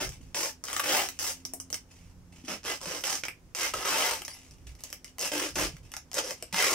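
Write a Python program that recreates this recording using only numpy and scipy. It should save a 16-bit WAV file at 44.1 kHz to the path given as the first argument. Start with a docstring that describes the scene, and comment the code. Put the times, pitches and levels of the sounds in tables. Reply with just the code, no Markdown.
"""Close to hard walls, a stereo microphone near a big cardboard box that is being taped shut.
Packing tape comes off its roll in short rasping strips: the glue lets go in quick slips that shake the
peel line, the stretched film and the cardboard. Between pulls the tape snaps, rustles and squeaks under
the hand, the roll knocks and the box booms softly when pushed. Far away an engine hums."""
import sys
import numpy as np
from scipy import signal
from scipy.fft import rfft, irfft, next_fast_len
from scipy.io import wavfile
from scipy.ndimage import uniform_filter1d, map_coordinates

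SR = 44100
rng = np.random.default_rng(int(sys.argv[2]) if len(sys.argv) > 2 else 0)


def put_to_file(sound):
    """Save the sound as 16-bit audio at rate SR, in the file named by the first command-line argument."""
    columns = np.atleast_2d(sound).T  # one column per channel
    safe = np.clip(columns, -1, 1)
    whole_steps = np.round(safe * 32767)
    wavfile.write(sys.argv[1], SR, whole_steps.astype(np.int16))


N = 297234
TIME = np.arange(N) / SR


def from_db(db):
    """Decibels to gain."""
    return 10 ** (np.asarray(db) / 20)


def unit_rms(x):
    """Scale to rms 1."""
    return x / np.sqrt(np.mean(x ** 2) + 1e-20)


def evened(x, size=1300):
    """Hold the power at 1 over some 30 ms, leaving the grain."""
    return x / np.sqrt(np.maximum(uniform_filter1d(x ** 2, size), 1e-9))


def in_time(rows):
    """The columns of a curve at every sample."""
    times, *columns = np.transpose(rows)
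    return [np.interp(TIME, times, column) for column in columns]


def at_hz(points, hz):
    """Read a table on a log-frequency axis."""
    f, value = np.transpose(points)
    return np.interp(np.log(np.maximum(hz, 1)), np.log(f), value)


def progress(start, length):
    """0 before a gesture, rising to 1 at its end."""
    return np.clip((TIME - start) / length, 0, 1)


def gate(start, end, attack_s, release_s):
    """1 during a gesture, 0 outside it, with sloping edges."""
    return progress(start, attack_s) * (1 - progress(end, release_s))


def drift(per_s):
    """A random wander of rms 1."""
    knots = rng.standard_normal(4096)
    return unit_rms(np.interp(TIME * per_s, np.arange(len(knots)), knots))


def colour(x, spectrum):
    """Minimum-phase filter with the given spectrum; white input keeps its power."""
    size = 8192
    gain = unit_rms(from_db(at_hz(spectrum, np.fft.rfftfreq(size, 1 / SR))))
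    cepstrum = irfft(np.log(gain))
    cepstrum[1:size // 2] *= 2
    cepstrum[size // 2 + 1:] = 0
    response = irfft(np.exp(rfft(cepstrum)))[:size // 2]
    return np.apply_along_axis(signal.oaconvolve, -1, x, response)[..., :N]


def resonate(x, hz, width_hz):
    """What a resonance, its pitch given at every sample, picks out of x."""
    turn = np.exp(2j * np.pi * np.cumsum(hz) / SR)
    pole = np.exp(-np.pi * width_hz / SR)
    return 2 * np.real(turn * signal.lfilter([1 - pole], [1, -pole], x / turn))


def slips(per_s, jitter, spread_db, tear_s, fray, count=1):
    """Tension builds and lets go with a click; glue threads then tear, differently in `count` parts."""
    phase = np.cumsum(per_s * np.exp(jitter * drift(400))) / SR
    clicks = np.diff(np.floor(phase), prepend=0) * from_db(spread_db * rng.uniform(-0.9, 1, N))
    tearing = signal.lfilter([1], [1, -np.exp(-1 / (tear_s * SR))], clicks + 1e-18)
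    threads = tearing * rng.standard_normal((count, N))
    return evened(unit_rms(clicks) + fray * unit_rms(threads))


def cracks(per_s, spread_db):
    """Now and then a thicker thread of glue breaks with a click."""
    clicks = (rng.random(N) < per_s / SR) * rng.choice([-1, 1], N)
    return unit_rms(clicks * from_db(-spread_db * rng.random(N)))


# Strips pulled near the microphone: start t/s, fastest t/s, end t/s, sizzle level/dB, swell/dB,
# film offset/dB, cardboard offset/dB, ring f/Hz, ring gain/dB
TAPE_PULLS = [ (0.0, 0.01, 0.077, -36.5, -0.5, 1.5, -1.5, 384, -2),
              (0.344, 0.425, 0.505, -33.5, 2, -3.5, -7.5, 856, 8),
              (0.638, 0.80, 0.83, -42, 4, -2.5, -10.5, 1176, 6),
              (0.83, 0.939, 1.082, -32, 6, 4, -3.5, 782, 3),
              (1.19, 1.279, 1.34, -35, 4, -4.5, -14.5, 1190, -21),
              (2.473, 2.495, 2.573, -39, 7, 2.5, -2, 211, 13.5),
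              (2.632, 2.685, 2.775, -36, 9, 1.5, -4.5, 430, 3),
              (2.804, 2.915, 3.037, -38.5, 8, -1.5, -4, 1028, 3.5),
              (3.037, 3.11, 3.195, -33, 1, -3, -13, 1250, -11),
              (3.55, 3.63, 3.71, -32.5, 10, 0, -10.5, 2102, 3.5),
              (3.736, 3.87, 3.94, -40, 2, 1, -2.5, 1252, 8),
              (3.85, 4.019, 4.198, -32, 3, 2.5, -6, 900, 2.5),
              (5.19, 5.246, 5.30, -33.5, 10, -3.5, -7, 2703, 7),
              (5.316, 5.41, 5.51, -36, 0, 1.5, -3.5, 295, 10.5),
              (5.555, 5.615, 5.685, -32.5, 3, 1, -1, 302, 2),
              (6.142, 6.191, 6.206, -30.5, 12, 0.5, -4, 882.6, 4),
              (6.224, 6.31, 6.34, -40, 2, -4, -4, 507, 0),
              (6.526, 6.615, 6.74, -29.5, 11, 2.5, -6.5, 2056, 1),
              (6.661, 6.727, 7.25, -32.5, 3, 0, -3, 1130, 4), ]
def pull_levels(attack_s, release_s, stall_db=16.0):
    """Gains of sizzle, film and cardboard: each pull swells to its fastest, slows gently, then stalls."""
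    power = np.zeros((3, N))
    for start, fastest, end, level_db, swell_db, film_db, card_db, _, _ in TAPE_PULLS:
        span = slice(*np.searchsorted(TIME, [start, end + release_s]))
        rising = progress(start, fastest - start)[span]
        slowing = progress(fastest, end - fastest)[span]
        effort_db = -swell_db * (1 - rising) ** 2 - stall_db * slowing ** 2.6
        # film and cardboard gain most at speed
        parts_db = np.array([0 * effort_db, film_db + 0.52 * effort_db, card_db + 0.5 * effort_db])
        pulling = gate(start, end, attack_s, release_s)[span]
        power[:, span] += (from_db(level_db + effort_db + parts_db) * pulling) ** 2
    return np.sqrt(power)


# Spectra of peel line, stretched film and cardboard, close up: f/Hz, relative level/dB
SIZZLE_SPECTRUM = [(2500, -31), (3600, -19), (4300, -12), (5300, -0.5), (6200, -1.5), (7400, -6),
                   (8500, -5), (10500, -10.5), (12500, -9), (15000, -17), (17000, -7.5)]
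FILM_SPECTRUM = [(350, -43), (600, -10), (780, -1.5), (1250, -2.5), (1600, -2.5), (2200, -2), (3100, -0.5),
                 (3700, -8), (5000, -11)]
CARD_SPECTRUM = [(70, -39), (150, -8), (220, -8), (300, -2.5), (420, -0.5), (520, 3.5), (650, -2.5),
                 (850, -15), (1400, -27.5)]
def pulls(crack_db):
    """A faster pull is louder and slips more often; each slip shakes peel line, film and cardboard."""
    sizzle_gain, film_gain, card_gain = pull_levels(attack_s=0.0008, release_s=0.004)
    per_s = np.clip(350 * (sizzle_gain / from_db(-38)) ** 0.9, 80, 1400)
    # uneven glue makes a slow peel come in clumps; a fast one runs evenly
    grip = from_db(np.minimum(400 / per_s, 2.5) * drift(220))
    slipping = slips(per_s, jitter=0.55, spread_db=5.5, tear_s=0.00093, fray=1.0, count=3)
    peel, film, card = evened(grip * slipping)
    breaking = from_db(crack_db) * cracks(per_s=45, spread_db=4)
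    sizzle = from_db(1.8) * sizzle_gain * colour(peel + breaking, SIZZLE_SPECTRUM)
    film = from_db(0.06) * film_gain * evened(colour(film + breaking, FILM_SPECTRUM))
    card = from_db(-2.5) * card_gain * evened(colour(card, CARD_SPECTRUM))
    return sizzle - film + card


# Top treble at the peel line: t/s, shelf gain/dB
TREBLE_LIFT = [(0, -2), (1.6, 4), (2.4, -10), (3.2, -3), (3.7, -3), (4.6, -2), (5.6, -5.5), (6.2, -35),
               (6.74, -2)]
def spit(x, corner_hz):
    """The sharper the tape is bent back, the more treble it spits."""
    lift_db, = in_time(TREBLE_LIFT)
    treble = signal.sosfilt(signal.butter(1, corner_hz, "high", fs=SR, output="sos"), x)
    return x + (from_db(lift_db) - 1) * treble


# Fixed resonances of the stretched film and the cardboard: f/Hz, gain/dB
FILM_AND_CARD_MODES = [(300, -7.5), (775, -7), (1250, -5.5), (1670, -7), (2040, -6.5)]
def resonances(x, least_width_hz, relative_width, sag_octaves_per_s):
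    """Film and cardboard colour all the tape sound; each strip adds a ring that sinks as it lengthens."""
    out = x.copy()
    for hz, gain_db in FILM_AND_CARD_MODES:
        out += from_db(gain_db) * resonate(x, np.full(N, hz), least_width_hz + relative_width * hz)
    for start, fastest, end, *_, hz, gain_db in TAPE_PULLS:
        span = slice(*np.searchsorted(TIME, [start, end + 0.03]))
        sinking_hz = hz * 2 ** (-sag_octaves_per_s * (TIME[span] - fastest))
        drive = x[:, span] * (TIME[span] < end)
        out[:, span] += from_db(gain_db) * resonate(drive, sinking_hz, least_width_hz + relative_width * hz)
    return out


# Diffuse sound at the microphone: f/Hz, left-right correlation
STEREO_LIKENESS = [(60, 0.87), (300, 0.78), (700, 0.67), (1400, 0.13), (2800, 0.17), (6000, 0), (16000, 0)]
def diffuse(size):
    """White stereo noise, alike in the bass and unrelated in the treble."""
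    alike = at_hz(STEREO_LIKENESS, np.fft.rfftfreq(size, 1 / SR))
    mid, side = rfft(rng.standard_normal((2, size)))
    pair = np.sqrt(1 + alike) * mid + np.sqrt(1 - alike) * side * [[1], [-1]]
    return irfft(pair / np.sqrt(2), size)


# The hand leans on the box: t/s, length/s, level/dB
BOX_PUSHES = [(0.0, 0.16, -42.5), (0.127, 0.24, -49), (1.85, 0.62, -55), (3.40, 0.16, -55),
              (3.699, 0.13, -53), (4.414, 0.44, -53), (5.48, 0.28, -44), (5.72, 0.21, -51)]
# Spectrum of its panels: f/Hz, relative level/dB
BOOM_SPECTRUM = [(12, -44), (20, 0), (60, 0.5), (161, -4.5), (226, -23.5), (252, -18), (367, -27),
                 (403, -21), (443, -31), (500, -16.5), (650, -61), (1100, -120)]
def boom(rumble_db):
    """The panels boom with each push, swelling and fading over a steady rumble."""
    pushes = sum(from_db(db) * np.sin(np.pi * progress(t, length)) for t, length, db in BOX_PUSHES)
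    return np.hypot(pushes, from_db(rumble_db)) * colour(diffuse(next_fast_len(N)), BOOM_SPECTRUM)


# An engine, far off: t/s, firing f/Hz, fundamental level/dB, third harmonic level/dB
FAR_ENGINE = [(0, 87.3, -66, -65), (1.2, 88, -63, -66), (1.55, 87.3, -59.5, -53), (1.9, 87.54, -58.5, -70),
              (2.3, 87.4, -55.5, -66), (2.7, 87.09, -68, -70), (6.74, 84.09, -66, -70)]
def engine(second_re_first_db, fourth_re_third_db):
    """Four harmonics of the firing rate, wavering in pitch and level."""
    hz, first_db, third_db = in_time(FAR_ENGINE)
    phase = 2 * np.pi * np.cumsum(hz * (1 + 0.0109 * drift(14))) / SR
    levels = [first_db, first_db + second_re_first_db, third_db, third_db + fourth_re_third_db]
    return sum(np.sqrt(2) * from_db(db + 2.6 * drift(22)) * np.sin(k * phase)
               for k, db in enumerate(levels, 1))


# Background all round the microphone: f/Hz, relative level/dB
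AIR_SPECTRUM = [(15, -22), (50, 4), (110, -6.5), (220, -4.5), (330, -7), (550, -12.5), (1000, -16),
                (2600, -23), (4000, -27.5), (5600, -21.5), (10000, -29), (15000, -33)]
def air(level_db):
    """A faint, steady wash, strongest in the bass."""
    return from_db(level_db) * colour(diffuse(next_fast_len(N)), AIR_SPECTRUM)


# The box is nudged: t/s, length/s, f/Hz, level/dB
BOX_NUDGES = [(0.02, 0.1, 48.4, -44), (4.615, 0.18, 61.2, -42.5), (5.62, 0.085, 50, -39),
              (5.734, 0.031, 146, -39.5)]
def thumps():
    """A few slow swings of a panel that swell and fade."""
    return sum(from_db(db) * np.sin(np.pi * progress(t, length)) * np.sin(2 * np.pi * hz * (TIME - t))
               for t, length, hz, db in BOX_NUDGES)


# Single snaps of glue and film, close up: t/s, sizzle level/dB, film offset/dB
GLUE_SNAPS = [(0.092, -13.5, -9.5), (0.3457, -9.5, 0.5), (0.493, -18.5, 2), (0.639, -10, -11),
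              (0.653, -13, -16), (0.6838, -21, 9.5), (0.7003, -21, 8), (0.717, -22, -3), (0.7299, -6, -1.5),
              (0.7464, -15, -5), (0.765, -4, -0.5), (0.7962, -2, -5), (0.799, -9.5, 5.5), (0.9726, -10, -3),
              (1.0882, -6.5, -7.5), (1.19, -6.5, -11), (1.4515, -7.5, -14.5), (1.5364, -5.5, -18.5),
              (1.6009, -12, -13.5), (1.7025, -12, -13), (1.7283, -6, -7), (1.7433, -4, -7),
              (3.0388, -5, 0.5), (3.0599, -11, -10), (3.2366, -9, -6), (3.2525, -9.5, -3),
              (3.2837, -8.5, -22), (3.5492, -8, -5), (3.737, -12, 4), (3.7404, -7, -1.5), (4.219, -10, -3),
              (4.25, -10, -8.5), (4.2807, -9.5, -4.5), (4.5102, -25.5, -15), (4.7519, -28.5, -5),
              (4.8067, -22, -12), (4.8375, -8, -21), (4.903, -16.5, -25), (4.928, -6.5, -12),
              (5.045, -14, -7), (5.1839, -8, -9.5), (5.194, -6, -24), (5.212, -4, -16.5), (5.2266, -5, -18),
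              (5.5582, -10, -3.5), (5.7672, -29, 5.5), (5.9182, -11, -11), (5.9387, -10, -2.5),
              (5.9666, -7.5, -8), (6.1157, -15.5, -7), (6.1318, -9, -16), (6.143, -5.5, -22),
              (6.308, -4.5, -6.5), (6.4254, -5, -14.5), (6.527, -10, 1), (6.5434, -9, 3.5)]
def snaps(sharp_s, soft_s, sharp_crumble, soft_crumble, card_db):
    """Lone releases: a sharp click at the peel line, a longer crumble in film and cardboard."""
    drives = np.zeros((3, N))
    age = np.arange(512) / SR
    sharp = sharp_crumble * np.exp(-age / sharp_s)
    soft = soft_crumble * np.exp(-age / soft_s)
    for t, level_db, film_db in GLUE_SNAPS:
        burst = rng.standard_normal((3, len(age))) * [sharp, soft, soft]
        burst[:, 0] = 1  # the click
        gains = from_db(level_db + np.array([0, film_db, card_db])) / np.linalg.norm(burst, axis=1)
        i = int(t * SR)
        drives[:, i:i + len(age)] += gains[:, None] * burst
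    sizzle, film, card = map(colour, drives, [SIZZLE_SPECTRUM, FILM_SPECTRUM, CARD_SPECTRUM])
    return from_db(-3.0) * sizzle - from_db(-2.14) * film + card


# The hand smooths the tape down: start t/s, end t/s, level/dB
HAND_STROKES = [(0.116, 0.159, -46.5), (0.205, 0.325, -60), (1.118, 1.183, -52.5), (1.355, 1.417, -55.5),
                (1.486, 1.523, -59), (1.887, 2.112, -56.5), (2.322, 2.42, -52), (2.437, 2.481, -45),
                (4.172, 4.229, -46.5), (4.299, 4.478, -49.5), (4.49, 4.659, -61.5), (4.664, 4.716, -50),
                (4.778, 4.84, -56.5), (4.83, 4.96, -50.5), (5.055, 5.096, -49), (5.715, 5.79, -55.5),
                (5.825, 5.94, -57), (6.361, 6.512, -55.5)]
# Spectrum of the rubbed film: f/Hz, relative level/dB
RUSTLE_SPECTRUM = [(150, -14), (400, -15), (800, -0.5), (1400, -7.5), (2700, 5), (4000, -4.5), (5600, 3.5),
                   (8400, -2), (15000, -12)]
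def rustle(fade_db):
    """Fine crackle of film rubbed onto cardboard; each stroke eases off towards its end."""
    level = np.zeros(N)
    for start, end, level_db in HAND_STROKES:
        easing = from_db(level_db - fade_db * progress(start, end - start))
        level += easing * gate(start, end, attack_s=0.0057, release_s=0.025)
    grains, = slips(np.full(N, 220.0), jitter=0.73, spread_db=16.0, tear_s=0.0031, fray=1.7)
    return level * colour(grains, RUSTLE_SPECTRUM)


# The roll knocks on the box or clacks in the hand: t/s, f/Hz, level/dB
ROLL_KNOCKS = [(0.206, 248, -24), (1.536, 703, -21), (2.44, 250, -20), (2.87, 174, -18.5),
               (3.2364, 2310, -8.5), (3.2841, 2360, -9), (3.7401, 600.6, -12), (4.21, 347, -26),
               (6.4252, 640, -20.5), (6.532, 185, -14)]
def knocks(decay_cycles):
    """Each knock rings at one pitch and dies within a few cycles."""
    out = np.zeros(N)
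    age = np.arange(2048) / SR
    for t, hz, level_db in ROLL_KNOCKS:
        ring = np.sin(2 * np.pi * hz * age) * np.exp(-age * hz / decay_cycles)
        i = int(t * SR)
        out[i:i + len(age)] += from_db(level_db) * ring / np.linalg.norm(ring)
    return out


# Skin on film, close up: t/s, length/s, start f/Hz, end f/Hz, level/dB
SKIN_SQUEAKS = [(4.297, 0.021, 5350, 4500, -46), (4.328, 0.02, 4800, 6330, -44.5),
                (5.54, 0.0144, 4274, 7290, -48)]
def squeaks(octave_db):
    """Skin rubs the film in short wavering glides with an overtone."""
    out = np.zeros(N)
    waver = 1 + 0.044 * drift(1500)
    for t, length, start_hz, end_hz, level_db in SKIN_SQUEAKS:
        along = progress(t, length)
        phase = 2 * np.pi * np.cumsum((start_hz + (end_hz - start_hz) * along) * waver) / SR
        tone = np.sin(phase) + from_db(octave_db) * np.sin(2 * phase)
        out += from_db(level_db) * np.sin(np.pi * along) * tone
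    return out


# Ring time of the box and the walls close by: f/Hz, t60/s
RING_TIMES = [(200, 0.14), (1000, 0.14), (3000, 0.19), (6000, 0.17), (14000, 0.13)]
def echo_tail():
    """Dense short stereo echoes, dying at their own pace in each band."""
    size = 16384
    age, hz = np.arange(size) / SR, np.fft.rfftfreq(size, 1 / SR)
    noise, tail = rfft(diffuse(size)), 0
    for band_hz, t60 in RING_TIMES:
        share = at_hz([(f, float(f == band_hz)) for f, _ in RING_TIMES], hz)
        decay = from_db(-60 * age / t60) * (1 - np.exp(-age / 0.00047))
        tail = tail + irfft(noise * share) * decay / np.linalg.norm(decay)
    return tail


def reflections(x, patterns=3):
    """The echo pattern keeps changing as tape, hands and body move."""
    weights = np.array([drift(25) for _ in range(patterns)])
    weights /= np.linalg.norm(weights, axis=0)
    return sum(signal.oaconvolve((w * x)[None], echo_tail(), axes=1)[:, :N] for w in weights)


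# Where the hands work, seen from the microphone: t/s, left minus right/dB
HAND_PAN = [(0.0, 0), (1.4, 0), (1.8, -1), (3.1, -2.5), (3.6, -1.5), (4.3, 1), (4.8, -0.5), (6.74, 0)]
# Colour of the two microphone ports: f/Hz, left minus right/dB
PORT_BALANCE = [(100, 0), (300, 1.5), (1200, 0.5), (2500, -0.5), (4500, 0.5), (6000, -3.5), (8000, 5.5),
                (10500, 4.5), (14000, -2.5)]
def microphone(pair, lag_start_s, lag_end_s):
    """The two ports colour the treble differently, and the right one hears the hands later."""
    left = colour(pair[0], [(hz, db / 2) for hz, db in PORT_BALANCE])
    right = colour(pair[1], [(hz, -db / 2) for hz, db in PORT_BALANCE])
    lag_s = np.linspace(lag_start_s, lag_end_s, N)
    right = map_coordinates(right, [(TIME - lag_s) * SR], order=3)
    pan_db, = in_time(HAND_PAN)
    return np.array([left, right]) * from_db([pan_db / 2, -pan_db / 2])


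def scene():
    """Tape and hands near the microphone, the box booming below, engine and air behind."""
    rasp = pulls(crack_db=-10) + rustle(fade_db=11.5)
    clicks = snaps(sharp_s=0.0003, soft_s=0.0022, sharp_crumble=0.3, soft_crumble=0.59, card_db=-23.5)
    tape = spit(np.array([rasp, clicks]), corner_hz=10500)
    rasp, clicks = resonances(tape, least_width_hz=11, relative_width=0.054, sag_octaves_per_s=0.099)
    clicks = clicks + knocks(decay_cycles=2.4) + squeaks(octave_db=-3.0)
    # the roll works inside the opening of the box, so its rasp arrives mostly by reflection
    direct = from_db(-3.0) * rasp + from_db(0.5) * clicks
    echoes = reflections(from_db(-0.58) * rasp + from_db(0.1) * clicks)
    near = microphone(direct + echoes, lag_start_s=50e-6, lag_end_s=20e-6)
    background = air(level_db=-61)
    low = boom(rumble_db=-62.5) + thumps() + engine(second_re_first_db=-6.5, fourth_re_third_db=-15.0)
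    return near + background + low * from_db([[-1.1], [1.1]])  # the bass leans to the right


def record(dry):
    """The top is cut steeply above 15.7 kHz."""
    return signal.sosfilt(signal.ellip(10, 0.2, 80, 15700, fs=SR, output="sos"), dry)


dry = scene()
out = record(dry)
put_to_file(out)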